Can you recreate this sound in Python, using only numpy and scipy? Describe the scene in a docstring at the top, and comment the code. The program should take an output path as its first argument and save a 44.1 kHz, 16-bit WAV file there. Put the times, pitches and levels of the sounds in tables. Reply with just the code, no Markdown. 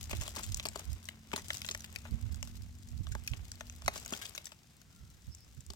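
"""Outdoors, at a cracked limestone slab close to the microphone, loose chips are prised off by hand.
Impulsive fracture forces excite damped resonances: pieces snap, clack and knock, and crumbs flake off.
Heavy pieces thud on low modes; grit and sand grind as dense trains of filtered random clicks.
Shaped noise gives a breeze, puffs at the right port and a quiet field; swelling narrow bands give faint
far notes, and a sum of wavering harmonics gives the hum of a distant engine."""
import sys
import numpy as np
from scipy import signal
from scipy.fft import rfft, irfft, next_fast_len
from scipy.io import wavfile
from scipy.ndimage import uniform_filter1d

SR = 44100
rng = np.random.default_rng(int(sys.argv[2]) if len(sys.argv) > 2 else 0)


def generate_wav(signal):
    """Clip the signal to [-1, 1] and save it as 16-bit WAV at the path in sys.argv[1]."""
    frames = np.transpose(np.atleast_2d(signal))
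    scaled = np.clip(frames, -1, 1) * 32767
    pcm = np.round(scaled).astype(np.int16)
    wavfile.write(sys.argv[1], SR, pcm)


N = 253575

# Puffs of wind: (time [s], relative level [dB], Gaussian spread [s])
GUSTS = [(.149, -33.5, 0.024), (.208, -30, 0.016), (.496, -33.5, 0.021), (.55, -36.5, 0.032),
         (.91, -29.5, 0.028), (2.138, -26, 0.019), (2.245, -30, .022), (2.321, -34, 0.023),
         (2.4, -39, 0.096), (2.62, -40.5, 0.048), (2.954, -35.5, 0.04), (3.01, -27, 0.0063),
         (3.126, -32.5, 0.061), (3.323, -28, 0.012), (3.408, -39, 0.034), (3.868, -35.5, 0.019),
         (5.028, -44.5, 0.018), (5.29, -35.5, .014), (5.587, -39.5, 0.012), (5.701, -40, 0.019)]
# Steady low rumble of the breeze: (time [s], relative level [dB])
BREEZE = [(0, -43), (.9, -52), (1.25, -59), (1.45, -51), (3.2, -50.5), (4.05, -51), (4.7, -70), (5, -54),
          (5.75, -60)]
# Wind noise spectrum: (frequency [Hz], relative level [dB])
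WIND_SPECTRUM = [(15, -33), (33, -13), (50, 0.5), (75, 3.5), (100, -1.5), (140, -12), (200, -20),
                 (300, -31.5), (600, -49), (2000, -82.5)]
# Far engine: (time [s], firing rate [1/s], relative level [dB])
ENGINE = [(0, 42.7, -63), (1, 44.6, -64.5), (1.6, 43.2, -61), (2.3, 46.8, -60), (2.8, 47.4, -60.5),
          (3.4, 46.7, -68.5), (4, 48.4, -67), (4.5, 44, -80), (5.75, 51, -79.5)]
# Exhaust harmonics: (multiple of firing rate [1], relative level [dB])
ENGINE_HARMONICS = [(2, 1.5), (3, -8), (4, -6), (5, 1), (6, -12.5), (7, -21.5)]
# Hush of the field, spectrum: (frequency [Hz], relative level [dB])
AIR_SPECTRUM = [(30, -18), (150, 7.5), (270, -2.5), (400, -12), (700, -24), (1400, -19), (2500, -18.5),
                (5500, -16), (8200, -19.5), (9500, -24.5), (16000, -26.5)]
AIR_DB = -64.5  # rms level

# Creep of the pieces on grit: (time [s], relative grit level [dB], relative sand level [dB])
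CREEP = [(0.0, -67.5, -55.5), (0.4, -61, -57.5), (0.98, -66.5, -64), (1.14, -67, -69.5),
         (1.36, -71.5, -73.5), (1.5, -62.5, -52.5), (1.63, -64, -57), (2.11, -64, -66.5), (2.55, -70, -64),
         (2.72, -73.5, -72), (2.91, -71.5, -69), (3.22, -67.5, -66.5), (3.67, -68.5, -65),
         (3.86, -66.5, -65.5), (4.05, -62, -57), (4.31, -62, -58), (4.6, -73.5, -72), (5.75, -75, -71.5)]
GRIT_DB, SAND_DB = 2, 4  # added to the two creep levels
# Short slides, swelling and dying: (time [s], grit level [dB], Gaussian spread [s])
SLIDES = [(.118, -52, 0.026), (.24, -53.5, 0.04), (.385, -49, .026), (.79, -58.5, 0.044),
          (1.37, -55, 0.041), (1.56, -65, 0.026), (3.345, -63.5, 0.023), (3.955, -51, 0.021),
          (4.15, -53, 0.027), (4.24, -61, 0.019)]
SLIDE_SAND_DB = 3  # sand hiss of a slide relative to its grit
# Coarse grit spectrum: (frequency [Hz], relative level [dB])
GRIT_SPECTRUM = [(170, -13), (330, 1), (480, -3.5), (680, -2), (1200, -2), (1700, -0.5), (3500, -5.5),
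                 (5000, -34), (9000, -42)]
# Fine sand spectrum: (frequency [Hz], relative level [dB])
SAND_SPECTRUM = [(1500, -12.5), (3200, -6), (4500, -5.5), (6000, -3), (8200, -4), (9300, -13.5),
                 (12000, -9), (16000, -15)]

# Stone contacts: (time [s], relative slab knock level [dB], relative chip clack level [dB],
# relative edge snap level [dB], chip pitch [Hz], crumbling time [s], relative left-right bias [dB])
CRACKS = [(0.041, -76, -74, -48, 7000, 0.00057, 13), (0.1106, -46, -42, -43, 2640, 0.0032, -1),
          (0.131, -40.5, -40, -60, 1820, 0.0016, -4), (.2122, -73, -47, -42.5, 7300, 0.0017, 4),
          (0.2195, -49, -48, -43.5, 5930, 0.0085, -3), (0.2632, -54, -48, -52, 3480, .006, -4.5),
          (0.2786, -48, -43, -41.5, 3300, 0.0025, 2), (0.3617, -50, -51, -41, 3370, 0.0048, 0),
          (.3668, -43, -50, -43, 7600, 0.005, -4), (0.394, -43.5, -54, -60, 2500, .002, -7),
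          (0.4335, -62, -50.5, -37.5, 7160, 0.01, 3.5), (.52, -70, -59, -45.5, 5700, 0.0024, -1),
          (.5451, -74, -71.5, -32.5, 5400, 0.00084, -1), (0.5709, -65, -56, -41.5, 7600, 0.0033, 7),
          (.5977, -50.5, -38, -42, 2640, 0.0021, -4), (.6542, -39, -37.5, -36, 4440, 0.0058, -2),
          (0.668, -49, -60, -43, 8100, 0.0014, 3), (0.6867, -68, -50, -38, 7950, 0.0015, 4.5),
          (0.758, -39.5, -46, -42, 4470, .003, 1.5), (0.7948, -52.5, -54, -45.5, 9100, 0.00079, -2),
          (0.9304, -69.5, -69, -50, 8600, 0.0021, 1), (1.055, -71, -71, -50.5, 5500, 0.0016, 4),
          (1.0877, -55, -39, -43, 3160, 0.0017, -2), (1.317, -65, -47, -59, 4130, .0005, -1),
          (1.3321, -38, -46, -46, 2020, 0.0028, 5), (1.3362, -36, -36, -46, 2010, 0.002, 0),
          (1.3617, -45, -42, -35.5, 8260, 0.0038, 1.5), (1.3775, -44, -47, -42, 1890, 0.011, -2),
          (1.5042, -46, -31.5, -41, 1620, 0.0018, -6.5), (1.5315, -65, -48.5, -47, 3400, 0.0013, -6),
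          (1.544, -60, -48, -42, 7500, 0.0026, 4.5), (1.5706, -67, -51.5, -41.5, 6100, 0.00078, -3),
          (1.6177, -65, -43, -43, 3460, 0.0015, 0), (1.6472, -54.5, -41.5, -51, 2580, 0.0024, 1),
          (1.664, -78.5, -67, -44, 7100, .0017, 5), (1.6882, -48.5, -36, -40, 3970, 0.002, -4),
          (1.712, -51, -45, -36, 5400, 0.0024, 0), (1.7485, -47.5, -38, -41, 1940, .002, -2.5),
          (1.8059, -72, -58, -46.5, 5800, 0.0015, -3), (1.8432, -63, -46, -48.5, 1720, 0.003, 0),
          (1.96, -61, -38.5, -41.5, 2300, 0.0019, 1.5), (1.9865, -74, -61, -53.5, 5600, 0.0024, 6),
          (2.0525, -50, -49.5, -58, 1700, 0.0091, 0), (2.3445, -86, -59, -50, 6710, 0.0021, 2),
          (2.4278, -49.5, -43, -40.5, 5750, 0.0017, 2), (2.4741, -63, -56.5, -53, 7800, .001, 1),
          (2.8876, -82, -81, -55, 6700, 0.0017, -1), (3.069, -52, -51.5, -55, 3540, 0.0019, -1),
          (3.121, -73, -50.5, -45, 3730, 0.0048, 0.5), (3.151, -42, -45, -48.5, 1550, 0.0012, -3),
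          (3.2755, -69, -37, -36, 2400, 0.0021, -0.5), (3.3355, -56.5, -43, -60.5, 3240, 0.00032, 1),
          (3.4526, -82, -61, -57, 7000, .0024, 8), (3.5173, -82, -56.5, -41.5, 5500, 0.001, -0.5),
          (3.6084, -46, -43.5, -46.5, 1760, 0.0027, -2), (3.698, -84, -51, -46.5, 7050, 0.00085, 0),
          (3.8203, -55.5, -55, -51.5, 4740, 0.0012, -2), (3.861, -55, -49.5, -45, 5360, .0036, 1),
          (3.8793, -24.5, -30, -32.5, 4200, 0.0027, -2.5), (3.9586, -44, -47, -45.5, 1590, 0.0057, -1),
          (3.9778, -55, -50, -43, 7460, 0.0043, 2), (4.0494, -72.5, -63, -49.5, 5650, 0.0027, 0),
          (4.0607, -56, -49, -41.5, 6700, 0.0016, -3), (4.1238, -42, -52, -39.5, 6840, 0.0082, -2),
          (4.136, -53, -36, -43.5, 3700, 0.0025, 0), (4.2156, -54.5, -42, -42, 2750, 0.016, 1.5),
          (4.2537, -60, -43, -43, 3270, 0.0039, -1), (4.35, -57.5, -50.5, -43.5, 6870, 0.0047, 2),
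          (4.378, -51.5, -40.5, -43, 3730, .0026, -2.5), (4.4563, -79, -73, -43, 7600, 0.0013, 4),
          (4.468, -63, -49, -46, 1940, 0.0042, -1), (4.5197, -55, -52.5, -56, 3030, 0.0023, -2),
          (4.816, -87, -65, -59, 5770, .0016, 5.5), (5.349, -81, -78, -50.5, 7240, 0.0019, 4),
          (5.6066, -83, -76, -55, 6760, .0015, 6), (5.6647, -82.5, -73, -55, 6700, .0008, 8),
          (5.7026, -54, -49.5, -45.5, 4640, 0.0024, 3), (5.7353, -59, -63, -52, 5100, 0.00055, -3)]
# Modes of the slab with a loose piece on it: (frequency [Hz], bandwidth [Hz], relative level [dB])
SLAB_MODES = [(594, 79, 4), (690, 83, 1.5), (860, 72, 2.5), (1147, 184, 1), (1750, 360, -10)]
# Chip clack filter: (frequency [Hz], relative level [dB])
CLACK_SPECTRUM = [(700, -46.5), (1400, 0.5), (1800, -2.5), (2700, 2), (3700, -1.5), (5000, -21),
                  (9000, -48.5)]
# Edge snap filter: (frequency [Hz], relative level [dB])
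SNAP_SPECTRUM = [(1500, -31), (3200, -11), (4500, -2.5), (6000, 0.5), (8000, 3), (9300, -9), (12000, -5),
                 (16000, -13.5)]

# Crumbs snap off at random, louder and more often as the sand is pressed harder
MAX_CRUMBS_PER_S, CRUMB_OVER_SAND_DB = 24, 5.5  # the rate holds at the hardest pressure
CRUMB_RATE_FOLLOWS = 0.6  # share of the sand's swing in dB
# Crumb filter: (frequency [Hz], relative level [dB])
CRUMB_SPECTRUM = [(1500, -25), (3200, 0), (4500, -1), (6000, -3.5), (8000, 4), (9300, -5.5), (12000, -1),
                  (16000, -5)]

# A heavy piece rocks on its bed: (time [s], relative level [dB])
THUDS = [(0.131, -42), (0.376, -49), (0.654, -45.5), (0.758, -48), (1.336, -38), (1.378, -51),
         (1.704, -51.5), (3.151, -54), (3.88, -45.5), (3.958, -53), (4.124, -39.5), (5.7009, -52)]
# Low modes of the heavy piece: (frequency [Hz], bandwidth [Hz], relative level [dB])
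BED_MODES = [(215, 51, 2), (397, 39, 5)]
# Thin far notes: (time [s], pitch [Hz], relative level [dB], Gaussian spread [s])
FAR_NOTES = [(1.2, 2960, -81.5, 0.063), (5.016, 1370, -75, 0.093), (5.33, 5270, -59, 0.013),
             (5.383, 5450, -66, 0.011), (5.427, 5220, -65, .018)]
# The right port faces away from the stone: (frequency [Hz], gain [dB])
SHADOW = [(200, 2), (600, -2.5), (1200, -3), (2200, -2), (5000, 0.5), (8000, -4.5), (16000, -9)]
PORT_LAG = 8  # samples by which the right port hears the stone later
CUTOFF_HZ = 16200


def from_db(db):
    """Logarithmic measure: decibels to amplitude gain."""
    return 10 ** (np.asarray(db) / 20)


def rms_one(x):
    """Normalization: scale to a root-mean-square value of 1."""
    return x / np.sqrt(np.mean(x ** 2) + 1e-20)


def in_time(rows):
    """Linear interpolation: each column of a time curve at every sample."""
    s, *columns = np.transpose(rows)
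    return [np.interp(np.arange(N) / SR, s, c) for c in columns]


def bell(centre_s, spread_s):
    """Gaussian envelope: a smooth swell with a peak of 1."""
    t = np.arange(N) / SR
    return np.exp(-((t - centre_s) / spread_s) ** 2 / 2)


def swells(rows):
    """Superposition: the sum of Gaussian swells, as a gain at every sample."""
    return sum(from_db(db) * bell(s, spread_s) for s, db, spread_s in rows)


def colour(x, spectrum):
    """Minimum phase: a causal filter whose phase follows from its magnitude through the cepstrum."""
    size = 2 * next_fast_len(x.shape[-1] // 2 + 1)
    hz, db = np.transpose(spectrum)
    grid = np.maximum(np.fft.rfftfreq(size, 1 / SR), 1)
    magnitude = from_db(np.interp(np.log(grid), np.log(hz), db))
    cepstrum = irfft(np.log(magnitude))
    # folding negative time onto positive time makes the response causal
    cepstrum[1:size // 2] *= 2
    cepstrum[size // 2 + 1:] = 0
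    response = np.exp(rfft(cepstrum))
    return irfft(rfft(x, size) * response)[..., :x.shape[-1]]


def noise(spectrum, likeness):
    """Partial coherence: stereo noise of rms 1, partly shared by the two ports."""
    shared = np.sqrt(likeness) * rng.standard_normal(N)
    separate = np.sqrt(1 - likeness) * rng.standard_normal((2, N))
    return rms_one(colour(shared + separate, spectrum))


def wind():
    """Turbulent pressure: low noise rumbles on both ports, and puffs catch mainly the right one."""
    eddies = noise(WIND_SPECTRUM, likeness=0.069)
    # evening out the running power leaves the puffs to set the level
    eddies /= np.sqrt(uniform_filter1d(eddies ** 2, size=1500, axis=1) + 0.01)
    puffs = swells(GUSTS) * eddies * from_db([[-23], [-1.5]])
    breeze_db, = in_time(BREEZE)
    breeze = from_db(breeze_db - 2.5) * noise(WIND_SPECTRUM, likeness=0.64)
    return puffs + breeze


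def waver():
    """Slow random modulation: straight lines between 50 random values spread over the scene."""
    return np.interp(np.arange(N), np.linspace(0, N, num=50), rng.standard_normal(50))


def engine():
    """Harmonic series: low exhaust lines, wavering on their way through the air."""
    rate, db = in_time(ENGINE)
    phase = 2 * np.pi * np.cumsum(rate) / SR
    hum = np.zeros(N)
    for multiple, line_db in ENGINE_HARMONICS:
        gain = from_db(db + line_db + 4.0 * waver())
        hum += gain * np.sin(multiple * phase + 0.5 * waver())
    return from_db(1.0) * hum


def field_air():
    """Diffuse background: steady coloured noise, largely common to both ports."""
    return from_db(AIR_DB) * noise(AIR_SPECTRUM, likeness=0.82)


def at_ports(x, pan_db, scatter, scatter_s):
    """Early reflection: direct sound, plus dense echoes off hand and rock that differ at each port."""
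    t = np.arange(SR // 50) / SR
    paths = rng.standard_normal((2, len(t))) * np.exp(-t / scatter_s)
    paths *= scatter / np.linalg.norm(paths, axis=1, keepdims=True)
    paths[:, 0] = 1
    paths[1] = np.roll(paths[1], PORT_LAG)
    heard = signal.oaconvolve(x[None], paths, axes=1)[:, :len(x)]
    return heard * from_db([[pan_db / 2], [-pan_db / 2]])


def grains(per_s, spread_db, clump_db, pan_db, scatter, spots):
    """Stick-slip: clumped clicks of uneven size, at many spots that each reflect differently."""
    clumps = rms_one(uniform_filter1d(rng.standard_normal(N), size=200))
    size_db = spread_db * np.minimum(rng.exponential(1, N), 4) + clump_db * np.clip(clumps, -2, 2)
    sign = rng.choice([-1, 1], N)
    happens = rng.random(N) < per_s / SR
    clicks = from_db(size_db) * sign * happens
    spot = rng.integers(0, spots, N)
    return sum(at_ports(clicks * (spot == k), pan_db, scatter, scatter_s=0.003) for k in range(spots))


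def grinding():
    """Granular friction: grit and sand under the pieces, in a slow creep and in short slides."""
    grit_db, sand_db = in_time(CREEP)
    slide = swells(SLIDES)
    coarse = grains(per_s=1100, spread_db=2.0, clump_db=3.0, pan_db=5.5, scatter=1.0, spots=6)
    fine = grains(per_s=1500, spread_db=4.0, clump_db=5.0, pan_db=1.5, scatter=5.2, spots=9)
    # creep and slides add in power
    grit_gain = np.hypot(from_db(grit_db + GRIT_DB), slide)
    sand_gain = np.hypot(from_db(sand_db + SAND_DB), slide * from_db(SLIDE_SAND_DB))
    grit = grit_gain * rms_one(colour(coarse, GRIT_SPECTRUM))
    sand = sand_gain * rms_one(colour(fine, SAND_SPECTRUM))
    return grit + sand


def resonate(x, hz, width_hz):
    """Damped oscillation: a two-pole resonance with gain 1 on top."""
    r = np.exp(-np.pi * width_hz / SR)
    numerator = np.array([1, 0, -1]) * (1 - r * r) / 2
    denominator = [1, -2 * r * np.cos(2 * np.pi * hz / SR), r * r]
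    return signal.lfilter(numerator, denominator, x)


def fracture(t, crumble_s, grains_per_s, run_level, dust):
    """Brittle fracture: a first break, a run of smaller ones, then a little trickling dust."""
    breaks = rng.standard_normal(len(t)) * (rng.random(len(t)) < grains_per_s / SR)
    decay = np.exp(-(t / crumble_s) ** 1.43 / 2) + dust * np.exp(-t / 0.039)
    run = breaks * decay
    # a longer run carries more energy
    force = run / (np.linalg.norm(run) + 1e-9) * run_level * np.sqrt(crumble_s / 0.0024)
    force[0] = 1
    return force


def strike(force, modes, uneven_db):
    """Modal excitation: stone modes of alternating sign, stirred differently at each contact."""
    out = np.zeros(len(force))
    for k, (hz, width_hz, db) in enumerate(modes):
        gain = from_db(db + rng.normal(0, uneven_db))
        out += resonate(force, hz, width_hz) * gain * (-1) ** k
    return out


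def chip_ring(force, pitch_hz, lead_db, tick):
    """Free vibration: a bare tick, the main mode, and heavily damped ones that depend on chip shape."""
    others = np.zeros(len(force))
    for hz in np.geomspace(1600, 7400, num=8):
        shifted_hz = hz * np.exp(rng.normal(0, 0.059))
        others += resonate(force, shifted_hz, 330) * rng.choice([-1, 1])
    main = from_db(lead_db) * resonate(force, pitch_hz, 0.13 * pitch_hz)
    return tick * force + 0.62 * others + main


def add(out, s, sound, db):
    """Energy equivalence: mix in a sound with the energy of the given rms level held for 10 ms."""
    start = int(s * SR)
    gain = from_db(db) * np.sqrt(2 * (SR // 100) / np.sum(sound ** 2))
    out[:, start:start + sound.shape[1]] += gain * sound


def cracks():
    """Impact response: each contact knocks the slab, rings a chip of its own pitch and snaps the edge."""
    out, t = np.zeros((2, N + SR)), np.arange(SR // 14) / SR
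    slab_band = signal.butter(2, [300, 2200], "band", fs=SR, output="sos")
    for s, knock_db, clack_db, snap_db, pitch_hz, crumble_s, pan_db in CRACKS:
        push = fracture(t, crumble_s, grains_per_s=2800, run_level=0.27, dust=0.18)
        force = fracture(t, crumble_s, grains_per_s=5000, run_level=1.0, dust=0.059)
        knock = signal.sosfilt(slab_band, strike(push, SLAB_MODES, uneven_db=1.84))
        clack = colour(chip_ring(force, pitch_hz, lead_db=5.0, tick=0.74), CLACK_SPECTRUM)
        snap = colour(chip_ring(force, pitch_hz, lead_db=-0.5, tick=0.9), SNAP_SPECTRUM)
        add(out, s, at_ports(knock, pan_db + 7.5, scatter=0.6, scatter_s=0.0017), knock_db - 0.5)
        add(out, s, at_ports(clack, pan_db + 7.0, scatter=0.75, scatter_s=0.0014), clack_db - 0.5)
        add(out, s, at_ports(snap, pan_db, scatter=1.0, scatter_s=0.00072), snap_db + 0.41)
    return out[:, :N]


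def crumbs():
    """Random point process: tiny flakes snap off at uneven moments, too light to knock the slab."""
    out, t = np.zeros((2, N + SR)), np.arange(SR // 50) / SR
    _, sand_db = in_time(CREEP)
    rate = MAX_CRUMBS_PER_S * from_db(CRUMB_RATE_FOLLOWS * (sand_db - sand_db.max()))
    due = np.cumsum(rate) / SR  # expected number of crumbs so far
    for k in range(int(due[-1])):
        at = np.searchsorted(due, k + rng.random())
        force = fracture(t, crumble_s=0.00041, grains_per_s=5000, run_level=0.66, dust=0.014)
        ring = chip_ring(force, rng.uniform(3600, 8800), lead_db=3.0, tick=1.0)
        snap = colour(ring, CRUMB_SPECTRUM)
        db = sand_db[at] + SAND_DB + CRUMB_OVER_SAND_DB
        add(out, at / SR, at_ports(snap, pan_db=6, scatter=1.0, scatter_s=0.0018), db)
    return out[:, :N]


def thuds():
    """Soft impact: the weight of a big piece comes down gently and stirs only the low modes."""
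    out, t = np.zeros((2, N + SR)), np.arange(SR // 10) / SR
    for s, db in THUDS:
        thud = strike(np.exp(-t / 0.0004), BED_MODES, uneven_db=1.0)
        add(out, s, at_ports(thud, pan_db=2.5, scatter=0.54, scatter_s=0.016), db)
    return out[:, :N]


def far_notes():
    """Narrow-band noise: resonant filtering of hiss gives faint, rough notes from the field."""
    hiss = rng.standard_normal((2, N))
    out = np.zeros((2, N))
    for s, hz, db, spread_s in FAR_NOTES:
        width_hz = 0.09 * hz
        note = resonate(resonate(hiss, hz, width_hz), hz, width_hz)
        out += from_db(db) * bell(s, spread_s) * rms_one(note)
    return out


def scene():
    """Superposition: stone in front, with the wind, engine and hush of the field around it."""
    field = wind() + engine() + far_notes() + field_air()
    left, right = cracks() + thuds() + grinding() + crumbs()
    return np.array([left, colour(right, SHADOW)]) + field


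def record(dry):
    """Band limitation: an elliptic low-pass cuts the top of the band steeply."""
    return signal.sosfilt(signal.ellip(10, 0.2, 70, CUTOFF_HZ, fs=SR, output="sos"), dry)


dry = scene()
out = record(dry)
generate_wav(out)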